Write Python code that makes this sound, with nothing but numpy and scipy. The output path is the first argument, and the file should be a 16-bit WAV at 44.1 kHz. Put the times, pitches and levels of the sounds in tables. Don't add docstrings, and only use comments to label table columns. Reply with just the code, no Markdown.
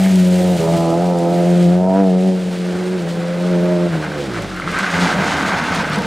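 import sys
import numpy as np
from scipy import signal
from scipy.fft import rfft, irfft, next_fast_len
from scipy.io import wavfile
from scipy.ndimage import uniform_filter1d

SR = 44100
rng = np.random.default_rng(int(sys.argv[2]) if len(sys.argv) > 2 else 0)


def makeup_ratio(level_db):
    decades = np.asarray(level_db, float) / 20
    return 10 ** decades


def output_pcm(signal):
    pcm = np.clip(np.atleast_2d(signal).T, -1, 1) * 32767
    wavfile.write(sys.argv[1], SR, np.round(pcm).astype(np.int16))


N = 267238
T = np.arange(N) / SR


def unit(x):
    return x / np.sqrt(np.mean(x ** 2))


def colour(x, points):
    hz, db = np.transpose(points)
    size = next_fast_len(N)
    log_hz = np.log(np.arange(size // 2 + 1) * SR / size + 1)
    gain = makeup_ratio(np.interp(log_hz, np.log(hz), db))
    return irfft(rfft(x, size) * gain, size)[..., :N]


def ring(x, hz, width):
    return signal.lfilter(*signal.iirpeak(hz, hz / width, fs=SR), x)


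def ring_twice(x, hz, width):
    return ring(ring(x, hz, width), hz, width)


def walk(rate):
    k = int(SR / rate)
    held = np.repeat(rng.standard_normal(N // k + 1), k)
    return 1.336 * uniform_filter1d(uniform_filter1d(held, k), k)[:N]


def swell(centre_s, length_s):
    return np.exp(-((T - centre_s) / length_s) ** 2)


def curves(rows):
    s, *columns = np.transpose(rows)
    return [np.interp(T, s, c) for c in columns]


def grains(rate, spread_db, hiss):
    chance, luck, sign = rng.random((3, N))
    size = makeup_ratio(np.minimum(-spread_db * np.log(luck + 1e-9), 15))
    tail = rng.standard_normal(60) * np.exp(-np.arange(60) / 12)
    impacts = (chance < rate / SR) * size * np.sign(sign - .5)
    hits = signal.fftconvolve(impacts, np.r_[2, .5 * tail])[:N]
    return unit(hits) + hiss * rng.standard_normal(N)


# start_s, peak_db, sign (1 or
RAINDROPS = [(3.2335, -32, 1), (4.4228, -40, -1), (4.5994, -38, 1), (4.6853, -34, -1), (5.4261, -26, 1),
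             (5.6824, -26, -1), (5.9868, -30, 1)]


def raindrops():
    s, db, side = np.transpose(RAINDROPS)
    tick = np.zeros(N)
    tick[(s * SR).astype(int)] = makeup_ratio(db) * np.sign(side)
    burst = signal.lfilter([1], [1, -.95], tick) * rng.standard_normal(N)
    return colour(burst, [(2500, -25), (5000, 5), (9000, -1.0), (15000, -13)])


# start_s, end_s, pitch_hz, level_db
METAL_SQUEAL = (2.858, 2.905, 8750, -49)


def squeak():
    start, end, hz, db = METAL_SQUEAL
    fade = np.clip(np.minimum(T - start, end - T) / 0.0058, 0, 1)
    return makeup_ratio(db + 2 * walk(101.6)) * fade * np.sin(2 * np.pi * hz * T)


# start_s, level_db, boom_hz, upper_rings_db
RUT_THUDS = [(0.619, -18.5, 207, -10), (4.36, -35, 324, -3), (4.64, -20.5, 163.2, -15),
             (5.331, -16, 293, -21), (5.38, -19.5, 275, -13), (5.791, -27.5, 200, 1.5),
             (5.924, -30, 252, -3), (5.964, -13.5, 207, -7), (6.005, -24, 205, -9), (6.042, -24, 204.8, -3),
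             (4.385, -27, 580, -30), (5.42, -20, 204, -25), (5.515, -26, 810, -32), (5.655, -21, 890, -30),
             (5.785, -28, 831, -25), (5.915, -32, 900, -30), (5.945, -29, 680, -20), (6.02, -27, 475, -25),
             (4.92, -24, 275, -25), (6.0, -26, 473, -25), (5.33, -32, 720, -30), (4.8, -25, 188, -30)]
# pitch_hz, width_hz, level_db
FLOOR_RINGS = [(479, 40, -2), (915, 90, -1)]


def thuds():
    out = np.zeros(N)
    decay = np.exp(-np.arange(8000) / SR / 0.044)
    for s, db, hz, upper_db in RUT_THUDS:
        push = makeup_ratio(db + 24.0) * decay * rng.standard_normal(8000)
        modes = [(hz, 36, 0)]
        modes += [(f, w, d + upper_db) for f, w, d in FLOOR_RINGS]
        boom = sum(makeup_ratio(d) * ring(ring(push, f, w), f, 2 * w) for f, w, d in modes)
        span = out[int(s * SR):][:8000]
        span += boom[:len(span)]
    return out


# start_s, peak_db
GRIT_TICKS = [(0.1575, -14), (1.1872, -20), (2.0717, -34), (3.716, -30), (4.3161, -30), (0.3381, -32),
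              (0.7667, -18), (1.085, -34), (1.27, -32), (1.6279, -25), (2.209, -31), (2.286, -30),
              (3.023, -28), (3.2334, -32), (3.517, -27), (4.2386, -26), (4.4223, -22), (4.5442, -26),
              (4.564, -23), (4.5998, -23), (4.6853, -27), (4.7156, -21), (4.7893, -15), (5.4266, -23),
              (5.4924, -32), (5.5732, -28), (5.6411, -21), (5.683, -25), (5.7496, -13), (5.8775, -30),
              (5.899, -19), (5.9594, -18), (5.9868, -18), (6.0211, -21)]
# start_s, peak_db, pitch_hz
SILL_KNOCKS = [(.004, -22, 2290), (.05, -22, 2165), (.061, -16, 1800), (.071, -21, 2250), (.104, -26, 2100),
               (0.5776, -22, 1020), (4.0394, -17, 1510), (4.362, -17, 1310), (4.514, -20, 1573),
               (4.599, -9, 1360), (4.6199, -14, 2080), (4.6761, -6, 1320), (4.7376, -14, 1500),
               (4.7658, -9, 1576), (4.8444, -6, 1520), (5.5488, -10, 1530), (4.8298, -11, 1510),
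               (4.865, -9, 1520), (4.884, -13, 1570), (5.072, -10, 2040), (5.1535, -14, 1600),
               (5.2211, -12, 1670), (5.3249, -11, 1270), (5.3908, -12, 1520), (5.4501, -9, 1520),
               (5.4925, -9, 1180), (5.5973, -14, 1560), (5.748, -13, 1560), (5.798, -9, 1000),
               (4.118, -16, 1550)]


def stones():
    s, db = np.transpose(GRIT_TICKS)
    tick = np.zeros(N)
    tick[(s * SR).astype(int)] = makeup_ratio(db)
    burst = signal.lfilter([1], [1, -.982], tick) * rng.standard_normal(N)
    bright = [(1500, -20), (4000, -1), (6000, 1), (8000, 2.5), (12000, -7.5), (16000, -18)]
    out = makeup_ratio(2.0) * colour(.5 * burst + 0.55 * tick, bright)
    age = np.arange(900) / SR
    for s, db, hz in SILL_KNOCKS:
        out[int(s * SR):][:900] -= makeup_ratio(db - 1.5) * np.exp(-age / .0025) * np.sin(2 * np.pi * hz * age)
    return out


# pitch_hz, width_hz, lift_db
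PANEL_RINGS = [(705, 90, 3), (900, 110, 3), (1270, 120, 2), (1540, 80, 5), (2080, 200, 3)]


def panels(x):
    sideways = np.clip((T - 4.2) / .5, .25, 1)
    rings = sum((makeup_ratio(db) - 1) * makeup_ratio(1.4 * walk(20)) * ring(x, hz, w) for hz, w, db in PANEL_RINGS)
    return x + sideways * rings


# pitch_hz, level_db (per Hz)
MUD_TONE = [(30, -25), (50, -18), (110, -11.5), (160, -11), (185, 6.5), (212, -1), (245, -10), (280, -2.5),
            (370, -7.5), (600, -5.5), (900, -16), (1300, -48)]
# pitch_hz, level_db (per Hz)
GRAVEL_TONE = [(260, -53), (450, -21), (695, -5.5), (1050, -6), (1530, -4.5), (1830, -10), (2050, -9.5),
               (3200, -22.5), (4160, -30), (7040, -120)]
# pitch_hz, level_db (per Hz)
SPRAY_TONE = [(1100, -14.5), (1800, -6), (2400, -5), (3030, -5), (4200, -8), (5480, -12), (6630, -13),
              (9000, -16.5), (13800, -30.5), (15700, -39)]
# start_s, grit_db, water_db
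THROWN_UP = [(0.0, -35, -34), (0.15, -38, -37), (0.35, -39.5, -38), (0.74, -36.5, -36.5),
             (0.89, -47, -37.5), (0.93, -41, -43), (1.28, -39, -42), (1.6, -35.5, -38), (1.86, -42.5, -48),
             (2.2, -42.5, -42), (2.73, -35.5, -41.5), (3.78, -32.5, -40.5), (4.3, -32.5, -40),
             (4.66, -30, -40.5), (4.79, -21.5, -31.5), (5.05, -21.5, -32), (5.5, -21.5, -32.5),
             (6.06, -25.5, -35)]
# centre_s, length_s, grit_db, water_db
THROW_SURGES = [(1.659, 0.041, -2, 3), (4.615, 0.013, 0.5, 0), (4.78, 0.015, 0.5, -0.5), (4.864, 0.035, 1, -1),
                (5.022, 0.073, 1.5, 2), (1.994, 0.06, 5, 1.5), (3.11, 0.024, -5, 3.5), (4.046, 0.037, 4.5, 0),
                (4.226, 0.036, -2, 1.5), (4.372, 0.025, 6, 1), (4.69, 0.012, 4, 1), (4.822, 0.0087, -4, -5),
                (5.155, 0.016, 0, -2.5), (5.3, 0.039, 2, 2.5), (5.55, 0.037, 2.5, -0.5), (5.755, 0.061, 1, 3),
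                (5.89, 0.04, -3.5, -2.5), (6, 0.02, -2.5, 0), (5.195, 0.038, 0.5, -2), (5.25, 0.018, 1, 0),
                (5.436, 0.034, -0.5, 0.5), (5.63, .03, 1.5, -1.5), (5.7, .025, -0.5, -1),
                (5.806, .015, 1.5, 0.5), (5.843, 0.019, 0.5, -3), (4.934, .025, 0, 0), (5.11, .02, 3, 0.5),
                (5.942, .02, -0.5, 3.5), (.77, .02, -2, 1), (0.585, .015, 3, 1)]
# start_s, level_db (above 11 kHz)
DISTANCE_LOSS = [
    (0, 5),
    (1.65, 0.5),
    (1.85, -2),
    (6.06, -4),
]
MUD_DB, MUD_PER_GRIT, MUD_PER_WATER, MUD_PER_BOOM = -29.5, 0.24, 0.26, 0.091
MIST_DB, MIST_DB_PER_S = -5, -1.45
BRAKING_S, BRAKING_LENGTH_S, BRAKING_DB, MUD_BRAKING_DB = 4.65, 0.25, -7, -5
SCRAPE_S, SCRAPE_LENGTH_S, SCRAPE_HZ, SCRAPE_WIDTH_HZ, SCRAPE_DB = .06, 0.041, 1980, 800, -39
RUMBLE_S, RUMBLE_HZ, RUMBLE_WIDTH_HZ, RUMBLE_DB = 4.96, 95, 67, -37.5


def tyres():
    gravel_db, spray_db = curves(THROWN_UP)
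    boom_db = np.where(T < LIFT_S, curves(THROTTLE_LOAD)[0], -30)
    mud_db = MUD_DB + MUD_PER_GRIT * (gravel_db + 36.5) + MUD_PER_WATER * (spray_db + 39.5)
    mud_db = mud_db + MUD_PER_BOOM * (boom_db + 18)
    for s, length, grit_db, water_db in THROW_SURGES:
        jolt = swell(s, length)
        gravel_db = gravel_db + grit_db * jolt
        spray_db = spray_db + water_db * jolt
    braking = swell(BRAKING_S, BRAKING_LENGTH_S)
    mud_db = mud_db + MUD_BRAKING_DB * braking
    mist_db = spray_db + MIST_DB + MIST_DB_PER_S * T

    ruts = walk(28)
    mud = unit(colour(rng.standard_normal(N), MUD_TONE))
    mud = mud * makeup_ratio(mud_db + 0.6 * ruts + 2.03 * walk(12))

    grit = panels(colour(grains(1600, 5, 0.96), GRAVEL_TONE))
    arch = colour(grit, [(1000, 0), (1150, -30)])
    above_arch = grit - arch
    gravel = unit(arch * makeup_ratio(1.2 * walk(25) + BRAKING_DB * braking) + above_arch * makeup_ratio(1.2 * walk(40)))

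    water = colour(grains(1200, 4.2, 1.6) * makeup_ratio(0.6 * ruts + 0.95 * walk(60)), SPRAY_TONE)
    low = colour(water, [(5500, 0), (8500, -30)])
    top = colour(water, [(9500, -30), (12500, 0)])
    flash = 1 + .5 * (walk(900) > 2.3)
    air_gain = makeup_ratio(curves(DISTANCE_LOSS)[0] + 1.5 * walk(40))
    mist = water - low + flash * top * (air_gain - 1)

    skim = swell(SCRAPE_S, SCRAPE_LENGTH_S) * makeup_ratio(SCRAPE_DB)
    scrape = skim * unit(ring_twice(water, SCRAPE_HZ, SCRAPE_WIDTH_HZ))
    sliding = np.clip((T - RUMBLE_S) / 0.44, 0, 1)
    drum = unit(ring_twice(rng.standard_normal(N), RUMBLE_HZ, RUMBLE_WIDTH_HZ))
    rumble = sliding * makeup_ratio(RUMBLE_DB) * drum

    sideways = np.clip((T - 4.7) / .1, 0, 1) * np.clip((5.83 - T) / .02, 0, 1)
    low = low + 0.38 * sideways * ring(water, 6500, 640)

    out = mud + scrape + rumble
    out = out + gravel * makeup_ratio(gravel_db + 0.6 * ruts)
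    return out + unit(low) * makeup_ratio(spray_db + 3.5) + unit(mist) * makeup_ratio(mist_db + 3.0)


# start_s, turns_hz
CLIMB_REVS = [(0.0, 95.7), (0.23, 91.24), (0.53, 89.64), (0.61, 81.6), (0.73, 84.3), (0.91, 82.8),
              (1.06, 89.3), (1.21, 85.4), (1.36, 87.14), (1.71, 87.9), (2.01, 97.76), (2.12, 91),
              (2.25, 93.7), (2.5, 89.9), (2.72, 89.86), (2.95, 92.7), (3.04, 83.8), (3.5, 88.8)]
# start_s, turns_hz, level_db
COAST_DOWN = [
    (3.851, 87.6, -5),
    (3.9, 84.6, 3.5),
    (4.01, 77.4, 2.5),
    (4.14, 74.97, 2.5),
    (4.22, 71.4, 3),
    (4.33, 58.77, 1.5),
    (4.54, 45.24, -4),
    (4.67, 43.7, -5.5),
    (4.78, 42.64, -0.5),
]
# start_s, boom_db, bark_db, uneven_db (odd orders), aim_db (per order, pipe toward us)
THROTTLE_LOAD = [(0, -11.5, -37, 6.5, 1.7), (0.16, -10, -32, 1, -3.5), (0.41, -13, -26.5, -6, -1.6),
                 (0.56, -15.5, -27.5, -0.5, -0.2), (0.62, -22, -26.5, 3.5, 1.3),
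                 (0.75, -14.5, -22, -4, 0.3), (0.92, -21, -21, -7, 0), (1.06, -16.5, -25.5, 1, 0.6),
                 (1.25, -19.5, -23.5, -0.5, -0.2), (1.66, -9.5, -26.5, -7.5, -3),
                 (1.89, -16.5, -29, 8.5, 0.2), (2.01, -13, -28, 9, -0.7), (2.29, -14, -27.5, -2, -2.5),
                 (2.42, -21.5, -39, 4, -3.5), (2.95, -21.5, -36.5, 0, -5), (3.35, -22, -39.5, 4, -2),
                 (3.5, -15.5, -29.5, 4.5, -2.5), (3.86, -18, -27.5, 1, -2.5)]
BARK_ORDERS_DB = [-.5, -3, 2, -0.5, -2]
# pitch_hz, level_db
PIPE_TONE = [(48, -41), (84, -46), (105, -36), (140, -39.5), (180, -27), (225, -45), (340, -35),
             (430, -43.5), (505, -37.5), (600, -47)]
# pitch_hz, level_db (against order 8)
SILENCER_TONE = [(500, -17), (750, -10.5), (850, -7), (1000, -13), (1100, -20.5), (1300, -16.5),
                 (1700, -73)]
# centre_s, length_s, order, lift_db
ORDER_SWELLS = [(0.11, 0.13, 5, -26), (0.2, 0.11, 8, -12), (.16, 0.051, 6, -12), (0.64, 0.48, 1, 11),
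                (0.646, 0.059, 5, 7.5), (0.65, 0.074, 3, -18), (0.78, 0.12, 6, -13),
                (.85, 0.16, 11, -11), (1.196, 0.1, 7, -8.5), (1.08, .07, 4, -2.5),
                (1.45, 0.25, 1, -9), (1.52, 0.18, 7, 7), (1.7, 0.076, 8, 6), (1.773, 0.21, 1, 9.5),
                (2, .1, 3, 10.5), (1.925, 0.15, 10, 11), (2.64, .25, 3, -13), (2.87, 0.15, 4, 4.5),
                (3.068, 0.05, 4, -9.5), (3.258, 0.16, 6, 11), (3.27, 0.19, 1, -15),
                (3.52, 0.26, 8, -15), (3.68, 0.29, 5, -4.5), (3.69, 0.16, 7, 5.5),
                (4.5, 0.097, 6, -9), (3.96, 0.053, 2, 7), (4.39, 0.061, 6, 8.5),
                (3.4, 0.033, 5, -14), (1.32, 0.096, 8, 3), (4.54, 0.15, 1, 6), (.6, 0.0094, 2, 5),
                (.625, .012, 2, -1), (0.76, 0.015, 2, -2), (0.78, 0.0056, 2, -17),
                (0.65, 0.0072, 2, -3), (.62, 0.035, 7, -4), (4.2, 0.023, 5, 7.5), (4.2, 0.036, 7, 8),
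                (4.28, 0.018, 5, 4.5), (3.7, 0.025, 8, 3), (4.64, 0.03, 4, 3), (4.55, 0.043, 7, 8),
                (3.98, 0.045, 4, 8), (3.4, 0.052, 7, -1), (1.38, 0.35, 9, 7.5), (2.3, .08, 3, 8),
                (0.068, 0.031, 7, 4), (0.25, .1, 3, 2), (4.48, 0.052, 10, 15), (.85, .15, 13, -8),
                (1.55, .2, 8, 3), (.3, .15, 4, -2), (2.0, .08, 5, 2)]
FIRST_DB, FIRST_SHARE, THIRD_DB, THIRD_SHARE = -30, 0.25, -8, 0.6
DRIFT_DB, DRIFT_PER_S = 1, 6
LIFT_S = 3.875
FIRING_DB = 4
HOP_S, HOP_LENGTH_S, HOP_PER_S, HOP_DEPTH = 3.585, 0.174, 4.88, 0.015
MISFIRE_S, MISFIRE_LENGTH_S, MISFIRE_DB = .581, 0.01, -9.5


def climb():
    hz, = curves(CLIMB_REVS + [row[:2] for row in COAST_DOWN])
    hop = np.exp(-((T - HOP_S) / HOP_LENGTH_S) ** 4) * np.cos(2 * np.pi * HOP_PER_S * (T - HOP_S))
    hz = hz * (1 - HOP_DEPTH * hop)

    boom, bark, uneven, aim = curves(THROTTLE_LOAD)
    loaded = [boom + FIRST_DB + FIRST_SHARE * uneven, boom, bark + THIRD_DB + THIRD_SHARE * uneven]
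    for k, shape_db in enumerate(BARK_ORDERS_DB, 4):
        loaded.append(bark + shape_db + aim * (k - 6) + k % 2 * uneven)

    shut = np.clip((T - LIFT_S) / 0.015, 0, 1)
    coast_db = curves(COAST_DOWN)[1]
    pipe_hz, pipe_db = np.transpose(PIPE_TONE)
    db = []
    for k, on_db in enumerate(loaded, 1):
        off_db = coast_db + np.interp(np.log(k * hz), np.log(pipe_hz), pipe_db) + FIRING_DB * (k == 2)
        drift = (k != 2) * DRIFT_DB * walk(DRIFT_PER_S)
        db.append(on_db + shut * (off_db - on_db) + drift)
    top = db[-1].copy()
    for k in range(9, 19):
        db.append(top + np.interp(k * hz, *np.transpose(SILENCER_TONE)) + 1.4 * walk(5.27))

    for s, length, order, lift_db in ORDER_SWELLS:
        db[round(order) - 1] += lift_db * swell(s, length)
    miss = MISFIRE_DB * swell(MISFIRE_S, MISFIRE_LENGTH_S)
    return hz, [level_db + miss for level_db in db], top


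def orders(hz, db, top, s, rough, jitter):
    phase = 2 * np.pi * np.cumsum(hz * (1 + jitter * walk(45))) / SR
    on = np.clip(np.minimum(T - s[0] + .03, s[-1] + .03 - T) / .03, 0, 1)
    out = 0
    for k, level_db in enumerate(db, 1):
        uneven = 1 + rough * min(k / 4, 3) * np.clip(86 / hz, 1, 1.4) * walk(60)
        lag = 0 if k == 2 else .85 * (k - 4) - .06 * (k - 4) ** 2 - 3 + .85 * walk(4)
        out = out + uneven * np.sqrt(2) * makeup_ratio(level_db) * np.cos(k * phase - lag)
    return on * out, phase, on * makeup_ratio(top)


# start_s, turns_hz, boom_db
SLIDE_SPIN = [
    (4.84, 93.75, -45),
    (4.954, 88.07, -21.5),
    (5.062, 86.3, -24.5),
    (5.178, 78.06, -31),
    (5.422, 76, -32.5),
    (5.524, 82.04, -31),
    (5.7, 81.8, -31.5),
    (5.778, 78.1, -31.5),
    (6.06, 75.2, -35),
]
SPIN_ORDERS_DB = [-14.5, 0.6, -5.5]
CRACK_S, CRACK_LENGTH_S, CRACK_DB = 1.974, 0.074, -37.5


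def engine():
    pipe, phase, bark = orders(*climb(), (0, COAST_DOWN[-1][0]), 0.12, 0.0045)

    hz, boom = curves(SLIDE_SPIN)
    span = SLIDE_SPIN[0][0], SLIDE_SPIN[-1][0]
    spin_db = [boom + db + 1.5 * walk(9) for db in SPIN_ORDERS_DB]
    spin = orders(hz, spin_db, boom, span, .9, .03)[0]

    half = sum(np.cos((k + .5) * phase + k) * (1 + .5 * walk(24.0)) for k in range(1, 9))
    from_puff = np.cos(phase - .75) - 1
    puff = np.exp(2.7 * from_puff) * rng.standard_normal(N)
    gas = colour(puff, [(500, -24), (1200, 13.5), (2500, -23), (5000, 0), (16000, -53)])

    crack_tone = [(1000, -28), (1250, 3), (2000, -7), (2800, -5), (4000, -30)]
    crack = unit(colour(np.exp(300 * from_puff), crack_tone))
    crack = crack * makeup_ratio(CRACK_DB + 3.2 * walk(60.1)) * swell(CRACK_S, CRACK_LENGTH_S)
    return crack + pipe + spin + bark * (makeup_ratio(-14.0) * half + makeup_ratio(-16.5) * unit(gas))


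GROUND_HZ, GROUND_WIDTH_HZ, GROUND_SHARE, GROUND_UNTIL_S = 1100, 90, .75, 2.5


def scene():
    car = engine() + tyres() + stones() + thuds() + squeak()
    near = np.clip(T / .2, 0, 1) * np.clip(GROUND_UNTIL_S - T, 0, .5) * 2
    car = car - GROUND_SHARE * near * ring(car, GROUND_HZ, GROUND_WIDTH_HZ)
    tail = rng.standard_normal(9000) * np.exp(-np.arange(9000) / 1200.)
    echo = makeup_ratio(-24) * signal.fftconvolve(car, tail / np.linalg.norm(tail))[:N]
    echo = colour(echo, [(60, 11), (150, -9), (800, -1), (1700, -1),
                         (3000, -6), (4800, -8), (6400, 3), (8500, -8)])
    side = echo + raindrops()
    return np.array([car + side, car - side])


def roll_off(x):
    return signal.sosfilt(signal.butter(12, 15870, fs=SR, output="sos"), x)


# pitch_hz, level_db
CAPSULE_DIFFERENCE = [(60, 2.5), (110, 2.0), (200, 1.0), (380, -3.5), (700, -2.0), (1290, -0.3),
                      (2380, 0.0), (15000, 0.0)]
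TOP_HZ = 15800


def record(dry):
    hz, db = np.transpose(CAPSULE_DIFFERENCE)
    left = colour(dry[0], np.transpose([hz, db / 2]))
    right = colour(dry[1], np.transpose([hz, -db / 2]))
    rounded = np.tanh(.7 * np.array([left, right])) / .7
    mix = colour(rounded, [(TOP_HZ, 0), (TOP_HZ + 80, -90)])
    return roll_off(mix)


dry = scene()
out = record(dry)
output_pcm(out)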